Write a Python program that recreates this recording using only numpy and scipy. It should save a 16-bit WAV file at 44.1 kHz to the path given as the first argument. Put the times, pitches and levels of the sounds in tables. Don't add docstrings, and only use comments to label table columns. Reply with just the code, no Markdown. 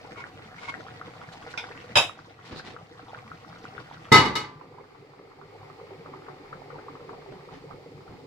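import sys
import numpy as np
from scipy import signal
from scipy.fft import rfft, irfft
from scipy.io import wavfile
from scipy.ndimage import uniform_filter1d

SR = 44100
rng = np.random.default_rng(int(sys.argv[2]) if len(sys.argv) > 2 else 0)


def generate_wav(sig):
    pcm = np.round(np.clip(np.atleast_2d(sig).T, -1, 1) * 32767).astype(np.int16)
    wavfile.write(sys.argv[1], SR, pcm)


N = 364266
T = np.arange(N) / SR
HZ = np.maximum(np.arange(N // 2 + 1) * SR / N, 1)
COVER_S = 4.12

# start_s, level_db, pitch_hz
BIG_PLOPS = [(0.047, -38, 800), (0.24, -30.5, 1600), (0.741, -29, 1720), (0.884, -37, 1470),
             (1.014, -31, 1360), (1.215, -38.5, 1280), (1.54, -32, 1450), (1.641, -30, 1470),
             (2.095, -30, 1200), (2.19, -34.5, 1400), (2.597, -28, 1500), (2.764, -30.5, 1270),
             (2.994, -36, 1370), (3.132, -32.5, 780), (3.147, -30.5, 1390), (3.316, -30, 1270),
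             (3.528, -38.5, 1360), (3.653, -31.5, 1360), (3.78, -30.5, 1450), (3.912, -34.5, 880),
             (4.612, -32, 975), (4.784, -32.5, 963), (5.414, -37, 1185), (5.909, -37.5, 770),
             (6.06, -37.5, 1173), (6.138, -34.5, 1020), (6.284, -33.5, 1094), (6.529, -31.5, 1280),
             (6.704, -37, 1200), (6.758, -38, 910), (6.884, -34, 1074), (7.093, -32.5, 1050),
             (7.132, -39, 955), (7.71, -37, 1190)]
# frequency_hz, correlation (1 = alike)
EAR_LIKENESS = [(60, 1), (130, 0.99), (290, 0.84), (640, 0.65), (1400, 0.35), (3000, 0.12), (15000, 0.12)]
# frequency_hz, level_db (per Hz)
HELD_CLASH = [(60, -27), (110, -7.5), (240, -21), (700, -1.5), (1300, -6), (1900, -10.5), (2800, -3),
              (3700, -7), (4300, -23.5), (5200, -13), (5900, -21), (8500, -27), (9500, -32.5),
              (15500, -46.5)]
# frequency_hz, t60_s
HELD_DECAY = [(100, 0.28), (700, .24), (3000, .24), (12000, 0.23)]


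def broth():
    # churning_db, bubbling_db, fizz_db
    open_levels = (-50.5, -50.5, -62)
    covered_levels = (-50.5, -51.5, -64.5)
    # frequency_hz, level_db (per Hz)
    open_colour = [(15, -47.5), (25, -10), (55, -17), (96, -4.5), (144, -10.5), (305, -9.5), (399, -11),
                   (457, -3), (523, -9.5), (1450, -10), (1710, -14), (4620, -14.5), (15500, -49)]
    covered_colour = [(15, -49.5), (25, -10), (64, -18), (96, -7.5), (140, -11.5), (209, -13.5), (313, -8),
                      (399, -2), (631, -6.5), (1240, -6), (1450, -15), (2120, -23), (15500, -65)]
    # frequency_hz, width_hz, lift_db
    open_pot = [(106, 14, 4), (141, 43, 8), (488, 42, 2), (741, 59, 7.5), (2105, 350, 5)]
    covered_pot = [(105, 18, 6.3), (146, 18, 10), (436, 180, 7.7), (810, 150, 7), (2140, 450, 7.7),
                   (4700, 2100, 9.8), (7400, 700, 5)]
    close_s, right_lag_s = 0.1, 0.00015

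    bubbles = np.array([swarm(spread_db=4.0, gathered=gathered, count=2700) for gathered in (0.15, 0.2)])
    wash = rng.standard_normal((2, N))
    surging = kitchen(bubbles, wet_db=-1.5) * from_db(2 * drift(20))
    simmer = spread(surging + from_db(-3) * wash)
    enclosed = spread(kitchen(bubbles, wet_db=-4.0) + from_db(-4.5) * wash)
    muffled = enclosed / (1 + (HZ / 1800) ** 2) + spread(wash) * HZ / (HZ + 1800)

    open_boil = boil(simmer, open_levels, open_colour, open_pot)
    covered_boil = boil(muffled, covered_levels, covered_colour, covered_pot)
    covered = np.clip((T - COVER_S) / close_s, 0, 1)
    left, right = moving_microphone((1 - covered) * open_boil + covered * covered_boil + plops())
    return np.array([left, np.interp(T - right_lag_s, T, right)])


def plops():
    out = np.zeros((2, N))
    for start_s, level_db, pitch_hz in [*BIG_PLOPS, *small_plops()]:
        pan_db, echo_s = rng.normal(0, 2.2), rng.uniform(0.003, 0.0063)
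        height = from_db(level_db + 3.5 + np.array([[pan_db], [-pan_db]]))
        burst_db, spatter_t60_s = (0, 0.049) if start_s < COVER_S else (-1.5, 0.096)
        burst = from_db(burst_db) * height * bubble(pitch_hz, cycles=11.3, rise=0.17)
        gulp = from_db(-10.0) * height * bubble(pitch_hz * 0.55, cycles=1.5, rise=0.27)
        add(out, start_s, burst)
        add(out, start_s - 0.001, gulp)
        add(out, start_s - 0.003, from_db(-8.0) * height * spatter(pitch_hz, spatter_t60_s))
        add(out, start_s + echo_s, from_db(-19.5) * burst)
    return kitchen(out, wet_db=-12)


def small_plops():
    rate_per_s, level_db, spread_octaves = 5.3, -40.5, 0.49
    open_hz, covered_hz = 1300, 950
    rows = []
    for when, pitch in rng.random((int(rate_per_s * T[-1]), 2)):
        start_s = when * T[-1]
        middle_hz = open_hz if start_s < COVER_S else covered_hz
        rows.append((start_s, level_db, middle_hz * 2 ** (spread_octaves * (2 * pitch - 1))))
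    return rows


def bubble(hz, cycles, rise):
    age = np.arange(int(cycles * SR / hz) + 2) * hz / SR / cycles
    swell = age * np.exp(-10 * age)
    pitch_hz = hz * (1 + rise * (np.tanh(5 * age) - 0.6))
    return swell / swell.max() * np.sin(2 * np.pi * np.cumsum(pitch_hz) / SR)


def spatter(hz, t60_s):
    t = T[:SR // 8]
    band = signal.butter(2, [hz * 0.73, hz * 1.2], "band", fs=SR, output="sos")
    grains = rng.standard_normal((2, len(t))) * rng.exponential(1, len(t))
    return rms_one(signal.sosfilt(band, grains)) * from_db(-60 * t / t60_s) * (1 - np.exp(-t / 0.0027))


def swarm(spread_db, gathered, count):
    out = np.zeros(N)
    for when, size, force, chance, offset in rng.random((count, 5)):
        hz = 110 * 70 ** (size ** 0.8)
        if chance < gathered:
            start_s = BIG_PLOPS[int(when * len(BIG_PLOPS))][0] + 0.055 * (offset - 0.35)
        else:
            start_s = when * T[-1]
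        gain = hz * from_db(-spread_db * np.log(force + 0.06))
        add(out, start_s, gain * bubble(hz, cycles=12.24, rise=0.3))
    heard = rfft(out)
    power = uniform_filter1d(np.abs(heard) ** 2, size=1200) / N
    even = heard / np.sqrt(power + 1e-9)
    merged = 1 / (1 + (6000 / HZ) ** 4)
    hiss = rfft(rng.standard_normal(N))
    return irfft(even * np.sqrt(1 - merged) + hiss * np.sqrt(merged), N)


def boil(source, levels_db, colour, pot):
    lift_db = sum(db * np.abs(peak(hz, width_hz)) ** 2 for hz, width_hz, db in pot)
    field = source * from_db(at_hz(colour, HZ) + lift_db)
    low, high = 1 / (1 + (HZ / 320) ** 4), 1 / (1 + (2200 / HZ) ** 4)
    cores_hz = [(80, 300), (350, 1000), (3000, 8000)]
    out = 0
    for share, (from_hz, to_hz), db in zip([low, 1 - low - high, high], cores_hz, levels_db):
        core = irfft(field.mean(axis=0) * (HZ > from_hz) * (HZ < to_hz), N).std()
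        out = out + field * share * from_db(db) / core
    return irfft(out, N)


def moving_microphone(x):
    # time_s, level_db
    nearness = [(0, -0.5), (1.8, 2.1), (3.2, -2), (4.0, -.5), (5.6, -.5), (7.0, 0.5), (8.2, .5)]
    turn_s, turn_length_s = 7.3, 0.54
    shade_db, shade_hz, shade_width_hz = -5, 1480, 2000
    turned = np.clip((T - turn_s) / turn_length_s, 0, 1)
    shade = from_db(shade_db * np.abs(peak(shade_hz, shade_width_hz)) ** 2)
    shaded = irfft(rfft(x) * shade, N)
    return from_db(np.interp(T, *np.transpose(nearness))) * (x + turned * (shaded - x))


def landing():
    # start_s, level_db, brightness_db_per_octave
    blows = [(4.1175, -19, -3.5), (4.121, -16, 1.5), (4.140, -15.5, 0), (4.155, -20.5, 0.5),
             (4.178, -23, -0.5), (4.252, -30.5, -1), (4.3535, -28.5, 1.5)]
    # frequency_hz, level_db, t60_s (limited in clank)
    steamer_modes = [(108, -18.5, 0.52), (140.56, -13.5, 0.56), (848, -13, 0.63), (907, -5.5, .36),
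                     (1279, 3, 0.24), (1556, -12.5, 0.39), (1730, -11.5, .32), (1994, -11, 0.36),
                     (2033, 0.5, 0.29), (2160, -3, .23), (2930, -3, 0.26), (3240, -31, 0.24),
                     (3580, -11, 0.19), (3760, -4, 0.25), (4150, -9.5, 0.24), (4340, -20, .3),
                     (4500, -9, .29), (4700, -13.5, .25), (5100, -12.5, 0.14), (5440, -11.5, 0.18),
                     (6487, -29, .3), (7330, -27, 0.28)]
    pot_modes = [(252.6, -12, 0.31), (303.4, -15.5, 0.33), (431, 1, 0.14), (1014, -14, 0.8),
                 (1155, -17.5, 1), (1181, -11, 0.79)]
    # frequency_hz, level_db (per Hz)
    clash = [(30, -30), (65, -15), (117, -12.5), (200, -7.5), (440, -3.5), (620, -12.5), (950, -2.5),
             (1300, -8.5), (1700, -10.5), (2200, -7.5), (2700, -13.5), (3900, -12), (5400, -14.5),
             (7000, -20), (10000, -29), (15500, -36)]
    # frequency_hz, t60_s
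    decay = [(100, 0.63), (700, 0.49), (3000, 0.36), (12000, 0.17)]
    return clank(blows, [*steamer_modes, *pot_modes], clash, decay,
                 modes_db=2, clash_db=3.5, cluster_db=-2.5, cluster_width=0.016)


def lift():
    # start_s, level_db, brightness_db_per_octave
    blows = [(1.955, -16, 0), (1.9645, -17.5, -2), (1.969, -22, 4)]
    # frequency_hz, level_db, t60_s
    modes = [(648, -1.5, 0.058), (939, -7, 0.18), (1223, -8, 0.093), (1520, -10.5, 0.19), (2579, 1.5, .22),
             (2990, -17, .2), (3260, -13, .22), (3160, -14.5, 0.12), (3660, -9, 0.23), (3805, -3.5, .24),
             (5044, -4, 0.18), (5430, -19, 0.22), (6428, -18, 0.19), (7220, -18.5, 0.23),
             (7660, -24.5, 0.2), (10130, -23, .21), (11000, -29.5, 0.26), (11550, -33, .18)]
    return clank(blows, modes, HELD_CLASH, HELD_DECAY,
                 modes_db=-4.0, clash_db=4.5, cluster_db=4.5, cluster_width=0.031)


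def knock():
    # start_s, level_db, brightness_db_per_octave
    blows = [(1.575, -30.5, 2.8), (1.583, -54, 3.5)]
    # frequency_hz, level_db, t60_s
    modes = [(913, -0.5, 0.21), (1467, -0.5, 0.16), (2240, -1, 0.17), (2460, 2.5, 0.12), (3540, -4, .2),
             (3650, -22, 0.16), (5040, -14, 0.24), (5680, -12.5, 0.11)]
    return clank(blows, modes, HELD_CLASH, HELD_DECAY,
                 modes_db=-6, clash_db=-9.0, cluster_db=3.0, cluster_width=0.11)


def clank(blows, modes, clash, decay, modes_db, clash_db, cluster_db, cluster_width):
    wash = sum(band * ringing(blows, hz, at_hz(decay, hz)) for hz, band in octaves(clash, size=SR))
    out = from_db(clash_db) * wash
    field, grid_hz = spread(rng.standard_normal((2, SR))), np.linspace(1, SR / 2, SR // 2 + 1)
    for hz, db, t60_s in modes:
        apart = rng.choice([-1, 1]) * np.arccos(np.clip(at_hz(EAR_LIKENESS, hz), -1, 1))
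        phase = rng.uniform(0, 2 * np.pi) + np.array([[0], [apart]])
        tone = np.sin(2 * np.pi * hz * T[:SR] + phase) * ringing(blows, hz, min(t60_s, 0.8))
        cluster = rms_one(irfft(field / (1 + (2 * (grid_hz / hz - 1) / cluster_width) ** 2)))
        beats = from_db(cluster_db) * cluster * ringing(blows, hz, min(t60_s, at_hz(decay, hz)))
        out += from_db(db + modes_db) * (tone + beats)
    track = np.zeros((2, N))
    add(track, blows[0][0], out)
    return track


def ringing(blows, hz, t60_s):
    spread_s = 0.002
    start_s, db, bright_db = np.transpose(blows)
    at = np.clip((start_s - start_s[0]) * SR, 0, SR - 1).astype(int)
    energy = np.bincount(at, from_db(db + bright_db * np.log2(hz / 1500)) ** 2, SR)
    keep = np.exp(-1 / (spread_s * SR))
    energy = signal.lfilter([1 - keep], [1, -keep], energy + 1e-30)
    leak = np.exp(-2 * np.log(1000) / (t60_s * SR))
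    return np.sqrt(signal.lfilter([1], [1, -leak], energy))


def slides():
    # peak_s, length_s, level_db
    strokes = [(0.197, 0.041, -39), (.59, 0.019, -45), (0.642, 0.027, -40.5), (.694, 0.02, -31.5)]
    # frequency_hz, width_hz, level_db
    rim_modes = [(976, 33, 0), (1093, 25, 3), (1420, 65, -3.5), (2170, 66, 2.5), (2370, 39, -23),
                 (3150, 45, -22), (4560, 190, -39)]
    scuff_s, scuff_length_s, scuff_db, scuff_hz = 2.585, 0.041, -42.5, 4220

    slips = rfft(rng.standard_normal((2, N)) * from_db(1.4 * drift(160)))
    rim = sum(from_db(db) * peak(hz, width_hz) for hz, width_hz, db in rim_modes) / (1 + (HZ / 7000) ** 4)
    pressure = sum(from_db(db) * stroke(T - peak_s, length_s) for peak_s, length_s, db in strokes)
    rubbed = rms_one(irfft(slips * rim, N)) * pressure
    squeak = rms_one(irfft(slips * peak(scuff_hz, width_hz=1400) ** 2, N))
    scuff = from_db(scuff_db) * stroke(T - scuff_s, scuff_length_s) * squeak
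    return kitchen(rubbed + scuff, wet_db=-9.5)


def shuffles():
    # peak_s, length_s, level_db, brightness_db_per_octave
    rubs = [(0.646, 0.099, -49.5, 3.5), (1.331, 0.018, -48, 5), (1.511, 0.022, -49.5, 6),
            (2.476, 0.049, -44, 3.5), (2.527, 0.023, -34.5, -0.5), (2.572, 0.053, -37.5, 0.5),
            (2.673, 0.035, -38, 2), (2.699, 0.064, -40, 1), (7.328, 0.018, -47.5, -3),
            (7.546, 0.048, -47, 0.5), (8.123, 0.063, -53, -3.5)]
    # frequency_hz, level_db (per Hz)
    colour = [(50, -10), (110, 4), (300, -1), (700, -5.5), (2000, -11), (4400, -18), (7000, -32.5),
              (15000, -61)]
    out = np.zeros((2, N))
    for peak_s, length_s, db, bright_db in rubs:
        bands = octaves(colour, size=SR)
        rub = sum(band * from_db(db + bright_db * np.log2(hz / 1000)) for hz, band in bands)
        add(out, peak_s - 0.5, rub * stroke(T[:SR] - 0.5, length_s))
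    return kitchen(out * from_db(2.3 * drift(120)), wet_db=-6.5)


def stroke(t, length_s):
    return np.exp(-2 * np.minimum(np.abs(t) / length_s, 10) ** 2)


def wall_echoes(x, echo_db, count):
    lags_s = rng.uniform(0.001, 0.0098, count)
    echoes = sum(rng.choice([-1, 1]) * np.roll(x, int(lag_s * SR), axis=1) for lag_s in lags_s)
    highpass = signal.butter(2, 900, "high", fs=SR, output="sos")
    return x + from_db(echo_db) * signal.sosfilt(highpass, echoes)


def kitchen(x, wet_db):
    t60_s = 0.2
    t = T[:SR // 3]
    tail = rng.standard_normal((2, len(t))) * from_db(-60 * t / t60_s) * (t > 0.003)
    tail /= np.sqrt(np.sum(tail ** 2, axis=1, keepdims=True))
    return x + from_db(wet_db) * signal.fftconvolve(np.broadcast_to(x, (2, N)), tail, axes=1)[:, :N]


def microphone_hiss():
    return from_db(-75) * rng.standard_normal((2, N))


def microphones(x):
    # frequency_hz, left_minus_right_db
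    balance = [(60, 0), (200, 1), (330, -3), (600, 1.5), (1200, 0.5), (2400, 0), (4800, -2.1), (8100, 7),
               (15000, -2.5)]
    return irfft(rfft(x) * from_db(at_hz(balance, HZ) * np.array([[0.5], [-0.5]])), N)


def gain_control(x):
    above_db, depth_db, release_db_per_s, window_s = -27.5, 4, 18, 0.0055
    power = uniform_filter1d(np.mean(x ** 2, axis=0), size=int(window_s * SR))
    level_db = 10 * np.log10(np.maximum(power, 1e-12))
    fall_db = release_db_per_s * T
    held_db = np.maximum.accumulate(level_db + fall_db) - fall_db
    return x * from_db(-np.clip(held_db - above_db, 0, depth_db))


def from_db(db):
    return np.exp(np.asarray(db) * (np.log(10) / 20))


def rms_one(x):
    return x / np.sqrt(np.mean(x ** 2) + 1e-20)


def at_hz(points, hz):
    points = np.array(points)
    return np.interp(np.log(hz), np.log(points[:, 0]), points[:, 1])


def add(track, start_s, sound):
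    start = int(np.clip(start_s * SR, 0, N - 1))
    track[..., start:start + sound.shape[-1]] += sound[..., :N - start]


def drift(rate_hz):
    return rms_one(irfft(rfft(rng.standard_normal(N)) / (1 + (HZ / rate_hz) ** 4), N))


def peak(hz, width_hz):
    return 1 / (1 + 1j * (HZ ** 2 - hz ** 2) / (HZ * width_hz))


def spread(pair):
    mid, side = rfft(pair)
    alike = np.clip(at_hz(EAR_LIKENESS, np.linspace(1, SR / 2, len(mid))), -1, 1)
    return np.sqrt(1 + alike) * mid + np.sqrt(1 - alike) * side * [[1], [-1]]


def octaves(colour, size):
    grid_hz = np.linspace(1, SR / 2, size // 2 + 1)
    field = spread(rng.standard_normal((2, size))) * from_db(at_hz(colour, grid_hz))
    field = field / irfft(field).std()
    centres_hz = 100 * 2.0 ** np.arange(8)
    pairs = []
    for hz, own in zip(centres_hz, np.eye(len(centres_hz))):
        share = np.interp(np.log(grid_hz), np.log(centres_hz), own)
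        pairs.append((hz, irfft(field * share)))
    return pairs


def scene():
    near_pot = wall_echoes(broth() + slides() + shuffles(), echo_db=-19.5, count=6)
    return near_pot + landing() + lift() + knock() + microphone_hiss()


def record(dry):
    ducked = gain_control(microphones(dry))
    rounded = 1.157 * np.tanh(ducked / 1.242)
    lowpass = signal.ellip(10, 0.1, 80, 15750, fs=SR, output="sos")
    return signal.sosfilt(lowpass, rounded)


dry = scene()
out = record(dry)
generate_wav(out)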